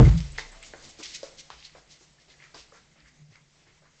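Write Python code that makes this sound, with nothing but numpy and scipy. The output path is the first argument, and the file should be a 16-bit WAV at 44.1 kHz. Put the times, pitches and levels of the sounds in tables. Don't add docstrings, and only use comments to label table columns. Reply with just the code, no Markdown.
import sys
import numpy as np
from scipy import signal
from scipy.io import wavfile
from scipy.ndimage import uniform_filter1d

SR = 44100
rng = np.random.default_rng(int(sys.argv[2]) if len(sys.argv) > 2 else 0)


def int16_out(signal):
    q = np.round(np.clip(np.atleast_2d(signal).T, -1, 1) * 32767)
    wavfile.write(sys.argv[1], SR, q.astype(np.int16))


def ratio_of_db(decibels):
    return 10 ** (np.asarray(decibels, float) / 20)


N = 176400


def unit_rms(x):
    return x / np.sqrt(np.mean(x ** 2) + 1e-20)


def read_log(points, hz):
    point_hz, value = np.transpose(points)
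    return np.interp(np.log(hz + 1), np.log(point_hz + 1), value)


def add(mix, start_s, sound):
    part = mix[round(start_s * SR):][:len(sound)]
    part += sound[:len(part)]


def resonate(x, hz, width_hz):
    turn = np.exp(2j * np.pi * np.cumsum(hz * np.ones(len(x))) / SR)
    r = np.exp(-np.pi * width_hz / SR)
    return 2 * (turn * signal.lfilter([1 - r], [1, -r], x / turn + 1e-18)).real


def thump(level_db, length_s, pitch_hz):
    t = np.arange(SR) / SR
    ring = np.sqrt(2) * np.sin(2 * np.pi * pitch_hz * t)
    return ratio_of_db(level_db) * ring * np.minimum(t * pitch_hz / 0.74, 1) * np.exp(-(t / length_s) ** 3)


def whistle(curve, width_hz):
    point_s, pitch_hz, level_db = np.transpose(curve)
    t = np.arange(N) / SR
    hz = np.interp(t, point_s, pitch_hz)
    fuzz = unit_rms(resonate(resonate(rng.standard_normal(N), hz, width_hz), hz, width_hz))
    level = ratio_of_db(np.interp(t, point_s, level_db, left=-120, right=-120))
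    return (np.sin(2 * np.pi * np.cumsum(hz) / SR) + 0.325 * fuzz) * level


# freq_hz, density_db
AIR_SPECTRUM = [(20, -7), (50, -5.5), (90, -15.5), (250, -15), (600, -16), (1000, -21), (5000, -19.5),
                (8400, -21.5)]
# time_s, level_db
GATE_LEVEL = [(0, 21), (.3, 14), (.6, 11.5), (.9, 14), (.97, 7.5), (1.02, 9.5), (1.35, 10.5), (1.48, 6.5),
              (1.55, 5.5), (1.751, 6), (1.86, 4), (2.199, 3.5), (2.7, 5), (2.92, 2.5), (3.3, 0.5),
              (3.55, 3), (4, 1)]


def night_air():
    frames, hz = N // 256 + 5, np.fft.rfftfreq(1024, 1 / SR)
    real, imag, patches = rng.standard_normal((frames, 513, 3)).T
    patches = uniform_filter1d(uniform_filter1d(patches, size=14, axis=0), size=10, axis=1)
    swell = uniform_filter1d(rng.standard_normal(frames), size=12)
    patch_db, swell_db = 1.4 * unit_rms(patches), 1.0 * unit_rms(swell)
    z = (real + 1j * imag) * ratio_of_db(read_log(AIR_SPECTRUM, hz)[:, None] + patch_db + swell_db)
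    hiss = ratio_of_db(-63.5) * unit_rms(signal.istft(z, nperseg=1024, noverlap=768)[1][:N])
    gate = ratio_of_db(np.interp(np.arange(N) / SR, *np.transpose(GATE_LEVEL)))

    hum_hz, width_hz = 147.7, 26
    hum = resonate(resonate(rng.standard_normal(N), hum_hz, width_hz), hum_hz, 2 * width_hz)
    return hiss * gate + ratio_of_db(-68.5) * unit_rms(hum)


# pitch_hz, level_db, t60_s
DOOR_MODES = [(37, -31, 0.94), (49.05, 4, 0.3), (57.48, -4.5, 0.52), (76.46, -8.5, .48),
              (94.35, -4.5, 0.23), (115.3, 0.5, 0.31), (127.1, 12.5, 0.16), (140, -10, .55),
              (155.1, -7.5, 0.38), (167.6, -12, 0.38), (220.4, -22, 0.39), (327.6, -12, 0.2),
              (434, -14.5, .16), (599, -18, 0.053)]
# start_s, level_db, length_s, pitch_hz
LEAF_REBOUNDS = [
    (.143, -22.5, .06, 163.2),
    (.26, -48.5, 0.38, 32),
]


def door():
    slam_s, slam_db, pulse_db, pulse_s = 0.002, -1.5, 9, 0.0025
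    shock_db, shock_s = -4.36, 0.026
    rattle_db, rattle_t60_s, rattle_per_s = -26.5, 0.41, 2500
    t = np.arange(N) / SR
    clicks = rng.standard_normal(N) * (rng.random(N) < rattle_per_s / SR)
    out = unit_rms(resonate(clicks, 470, 1100)) * ratio_of_db(rattle_db - 60 * t / rattle_t60_s)
    out += ratio_of_db(pulse_db) * np.exp(-(t / pulse_s) ** 2)
    for pitch_hz, level_db, t60_s in DOOR_MODES:
        mode_db = slam_db + level_db + shock_db * np.exp(-t / shock_s) - 60 * t / t60_s
        out += ratio_of_db(mode_db) * np.sin(2 * np.pi * pitch_hz * (t - slam_s))
    for start_s, *row in LEAF_REBOUNDS:
        add(out, start_s, thump(*row))
    return out


# start_s, peak_db,
# pitch_hz, length_cycles
HEEL_TICKS = [(.052, -33, 2080, 10), (.1695, -51, 7100, 12), (.2045, -26, 3420, 1.2), (.205, -30, 5500, 3),
              (.32, -39, 7920, 21), (0.3841, -20, 1880, 3.5), (.385, -36.5, 483, 2.3),
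              (.405, -45, 2040, 15), (.423, -44.5, 2110, 12), (0.4507, -40, 2100, 3.5),
              (0.521, -38, 8000, 27), (0.628, -35.5, 7630, 9.1), (.628, -41.5, 2220, 4.6),
              (0.7363, -33, 1710, 2.5), (.737, -43, 800, 4.2), (.7811, -52, 8050, 12),
              (.826, -46, 7150, 10), (.844, -46, 7110, 10), (.8939, -41.5, 7400, 9), (.901, -44, 7600, 8.8),
              (.991, -46, 5800, 4.4), (1.028, -36, 2630, 4.8), (1.058, -29, 5360, 6),
              (1.231, -28.5, 4730, 2.6), (1.503, -26.5, 3660, 1.05), (1.627, -34.5, 3100, 1.8),
              (1.65, -37, 4500, 6.6), (1.6528, -35.5, 4000, 4.7), (1.696, -42.5, 2090, 1.2),
              (1.753, -46, 1210, 1.6), (1.782, -48, 730, 3), (2.185, -60, 1760, 25),
              (2.306, -55.5, 2080, 12), (2.34, -54, 1780, 6), (2.401, -48, 2050, 5.3),
              (2.424, -41.5, 1870, 3), (2.44, -43.5, 2280, 5), (2.545, -37.5, 4770, 9.4),
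              (2.547, -46, 1020, 4.3), (2.722, -46, 1200, 4.4), (3.004, -48, 4680, 5.7),
              (3.06, -51, 1690, 3.3), (3.083, -54, 2000, 3.4), (3.32, -50, 333, 0.83),
              (3.356, -48.5, 2210, 7), (3.358, -44, 4800, 3)]


def heel_ticks():
    out = np.zeros(N)
    for start_s, peak_db, pitch_hz, cycles in HEEL_TICKS:
        turns = np.arange(441) / SR * pitch_hz
        shape = np.minimum(2 * turns, 1) * np.exp(-(turns / cycles) ** 2)
        add(out, start_s, ratio_of_db(peak_db) * np.sin(2 * np.pi * turns) * shape)
    return out


def wall_echo(heels):
    wall_s, wall_db, corner_s = 0.0092, -7, 1.4
    out = heels.copy()
    add(out, wall_s, ratio_of_db(wall_db) * heels[:round(corner_s * SR)])
    return out


# freq_hz, t60_s
PORCH_T60 = [(200, 0.64), (600, 0.62), (2000, 0.42), (7000, 0.37)]


def porch_echo(x):
    taps = np.zeros(SR // 2)
    at = np.arange(300, SR // 2 - 20, 20)
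    taps[at + rng.integers(0, 20, len(at))] = rng.choice([-1., 1.], len(at))
    hz, t, z = signal.stft(taps, SR, nperseg=256)
    decay_db = -60 * t / read_log(PORCH_T60, hz)[:, None]
    tail = signal.istft(z * ratio_of_db(decay_db), SR, nperseg=256)[1]
    return signal.fftconvolve(x, tail / np.linalg.norm(tail))[:N]


def grit(length_s, level_db, centre_hz, rise_share):
    grains_per_s, spread_db, broad_db, width_hz = 5300, 1.5, -16.5, 0.75 * centre_hz
    t = np.arange(-2205, 6615) / SR
    hit, sign, size = rng.random((len(t), 3)).T
    grains = (hit < grains_per_s / SR) * np.sign(sign - .5) * ratio_of_db(-spread_db * np.log(size + 0.0011))
    hiss = unit_rms(resonate(resonate(grains, centre_hz, width_hz), centre_hz, 2.3 * width_hz))
    hiss = hiss + ratio_of_db(broad_db) * unit_rms(np.diff(grains, prepend=0))
    hiss = signal.sosfilt(signal.butter(3, .45 * centre_hz, "high", fs=SR, output="sos"), hiss)
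    skewed = np.where(t < 0, t / rise_share, t / (1 - rise_share))
    return ratio_of_db(level_db) * hiss * np.exp(-abs(skewed / (1.246 * length_s)) ** 2.1)


# peak_s, length_s, level_db, centre_hz
SOLE_SCUFFS = [(.09, 0.018, -44.5, 3830), (0.183, 0.021, -42.5, 4370), (.25, .065, -54, 3930),
               (.36, 0.018, -53, 2280), (0.637, 0.025, -48.5, 2370), (0.668, 0.055, -49.5, 5950),
               (0.85, 0.032, -49.5, 4730), (.9, 0.035, -51.5, 5160), (1.059, 0.019, -39.5, 3400),
               (1.104, 0.11, -45.5, 4500), (1.154, 0.026, -36, 4700), (1.397, 0.029, -43, 4650),
               (1.542, .03, -64, 2300), (1.6, 0.041, -53.5, 3850), (1.655, 0.039, -48, 3920),
               (1.78, 0.057, -63.5, 4900), (1.92, 0.036, -52, 4500), (1.95, 0.044, -59.5, 4200),
               (2.025, 0.057, -59, 6020), (2.216, 0.042, -64, 4300), (2.312, 0.047, -56.5, 3740),
               (2.44, 0.08, -56.5, 1800), (2.445, .04, -59.5, 5200), (2.59, 0.065, -52, 4380),
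               (2.758, 0.056, -60.5, 5292), (2.765, 0.046, -57, 1250), (2.996, 0.063, -64, 2004),
               (3.075, 0.046, -61.5, 1837), (3.084, .02, -61, 5500), (3.33, 0.046, -65.5, 4900),
               (3.355, 0.072, -64, 1900), (4, 0.033, -61.5, 4360), (3.689, 0.046, -64.5, 1800),
               (3.786, 0.012, -73, 1900), (3.868, 0.059, -64.5, 1200)]
# peak_s, length_s, level_db, centre_hz
FLAT_SLAPS = [
    (0.3792, 0.034, -38, 3900),
    (0.988, 0.042, -47.5, 4970),
    (1.031, 0.021, -39, 4500),
    (1.231, 0.048, -49.5, 5000),
    (1.503, 0.056, -52.5, 3800),
    (2.549, 0.063, -51.5, 4350),
]


def scuffs():
    out = np.zeros(N)
    for table, rise_share in ((SOLE_SCUFFS, 0.48), (FLAT_SLAPS, 0.015)):
        for peak_s, *row in table:
            add(out, peak_s - 0.05, grit(*row, rise_share))
    return out


# start_s, peak_db, pitch_hz, ring_s, scatter_db (re knock)
FOOTFALLS = [(0.383, -33.5, 905, 0.0026, -10), (0.522, -65, 1190, 0.0034, 13),
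             (.736, -35.5, 505, 0.0029, -12), (.990, -39.5, 308, 0.0045, -20), (.999, -42, 308, 0.0037, -6),
             (1.231, -29, 544, 0.0065, -18.5), (1.5026, -33, 1020, 0.0024, -13.5),
             (1.75, -44.5, 533, 0.0043, -5), (2.008, -57, 354, 0.013, -1.5), (2.278, -66, 353, 0.0069, 5.5),
             (2.542, -47.5, 440, 0.0019, 1.5), (2.723, -50, 500, 0.0085, -6),
             (2.958, -62.5, 560, 0.0043, -1.5), (3.353, -58, 1110, 0.003, -2.5),
             (3.666, -62, 303, 0.0058, 1.5), (3.82, -63, 610, 0.0066, 1)]


def footfalls():
    out = np.zeros(N)
    t = np.arange(6615) / SR
    for start_s, peak_db, hz, ring_s, scatter_db in FOOTFALLS:
        knock = np.sin(2 * np.pi * hz * t) * np.exp(-(t / ring_s) ** 3)
        low, high = rng.standard_normal((len(t), 2)).T
        slap = unit_rms(resonate(resonate(low, hz, 0.87 * hz), hz, 0.87 * hz))
        slap = slap * ratio_of_db(-60 * t / 0.17) * np.minimum(t / 0.0064, 1)
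        smack = unit_rms(resonate(resonate(high, 640, 1300), 1240, 1200)) * ratio_of_db(-6 - 60 * t / 0.3)
        add(out, start_s, ratio_of_db(peak_db) * (knock + ratio_of_db(scatter_db) * (slap + smack)))
    return out


def runner():
    heels, soles = wall_echo(heel_ticks() + footfalls()), scuffs()
    heel_wet_db, sole_wet_db = -13, -8.5
    out = heels + soles + porch_echo(ratio_of_db(heel_wet_db) * heels + ratio_of_db(sole_wet_db) * soles)
    return signal.sosfilt(signal.butter(4, 260, "high", fs=SR, output="sos"), out)


# time_s, pitch_hz, level_db
SQUEAK_CURVE = [
    (.5, 570, -72),
    (.53, 600, -63),
    (.58, 670, -60),
    (.63, 660, -66),
    (.72, 650, -70),
]


def closer_squeak():
    return whistle(SQUEAK_CURVE, 27)


# start_s, level_db, pitch_hz
GROUND_BOOMS = [
    (1.048, -59.5, 54.6),
    (1.529, -58, 58.6),
    (1.801, -64.5, 53),
    (2.58, -64, 56),
    (2.8, -70, 55),
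    (1.27, -69, 59),
    (3.02, -60.5, 57),
]


def ground_booms():
    out = np.zeros(N)
    for start_s, level_db, pitch_hz in GROUND_BOOMS:
        add(out, start_s, thump(level_db, 0.079, pitch_hz))
    return out


# start_s, level_db, length_s, pitch_hz
CAR_THUMPS = [
    (3.195, -58, 0.085, 156),
    (3.215, -54, 0.087, 150),
    (3.288, -58, 0.021, 150),
    (3.3, -60.5, 0.045, 108),
    (3.41, -59.5, 0.046, 147),
    (2.39, -63.5, 0.05, 140),
    (3.66, -69, .05, 100),
    (3.74, -69, 0.12, 150.6),
]


def car_thumps():
    out = np.zeros(N)
    for start_s, *row in CAR_THUMPS:
        add(out, start_s, thump(*row))
    return out


# time_s, pitch_hz, level_db
DRONE_CURVE = [
    (2.7, 225, -84),
    (2.85, 220, -75),
    (3.02, 222, -73),
    (3.12, 205, -79),
    (3.33, 212, -75),
    (3.45, 190, -84),
]


def engine_drone():
    return whistle(DRONE_CURVE, 28.5)


# time_s, pitch_hz, level_db
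WHINE_CURVE = [
    (2.96, 310, -80),
    (2.99, 305, -68),
    (3.07, 285, -76),
    (3.14, 240, -74),
    (3.2, 250, -80),
]


def street_whine():
    return whistle(WHINE_CURVE, 30)


def scene():
    near = night_air() + door() + runner() + closer_squeak()
    far = ground_booms() + car_thumps() + engine_drone() + street_whine()
    return (near + far)[None]


def roll_off(x):
    return signal.sosfilt(signal.butter(12, 9090, fs=SR, output="sos"), x)


def record(dry):
    clip, sampling_hz, edge_hz = 0.42, 16000, 7980
    x = dry[0] + ratio_of_db(-3) * resonate(dry[0], 2080, 300)
    x = clip * x / (clip ** 8 + x ** 8) ** (1 / 8)
    x = signal.oaconvolve(x, signal.firwin(301, sampling_hz / 2, fs=SR), "same")
    x = x * (1 + 2 * np.cos(2 * np.pi * sampling_hz * np.arange(N) / SR))
    x = signal.oaconvolve(x, signal.firwin(85, edge_hz, window=("kaiser", 8), fs=SR), "same")
    return roll_off(x[None])


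dry = scene()
out = record(dry)
int16_out(out)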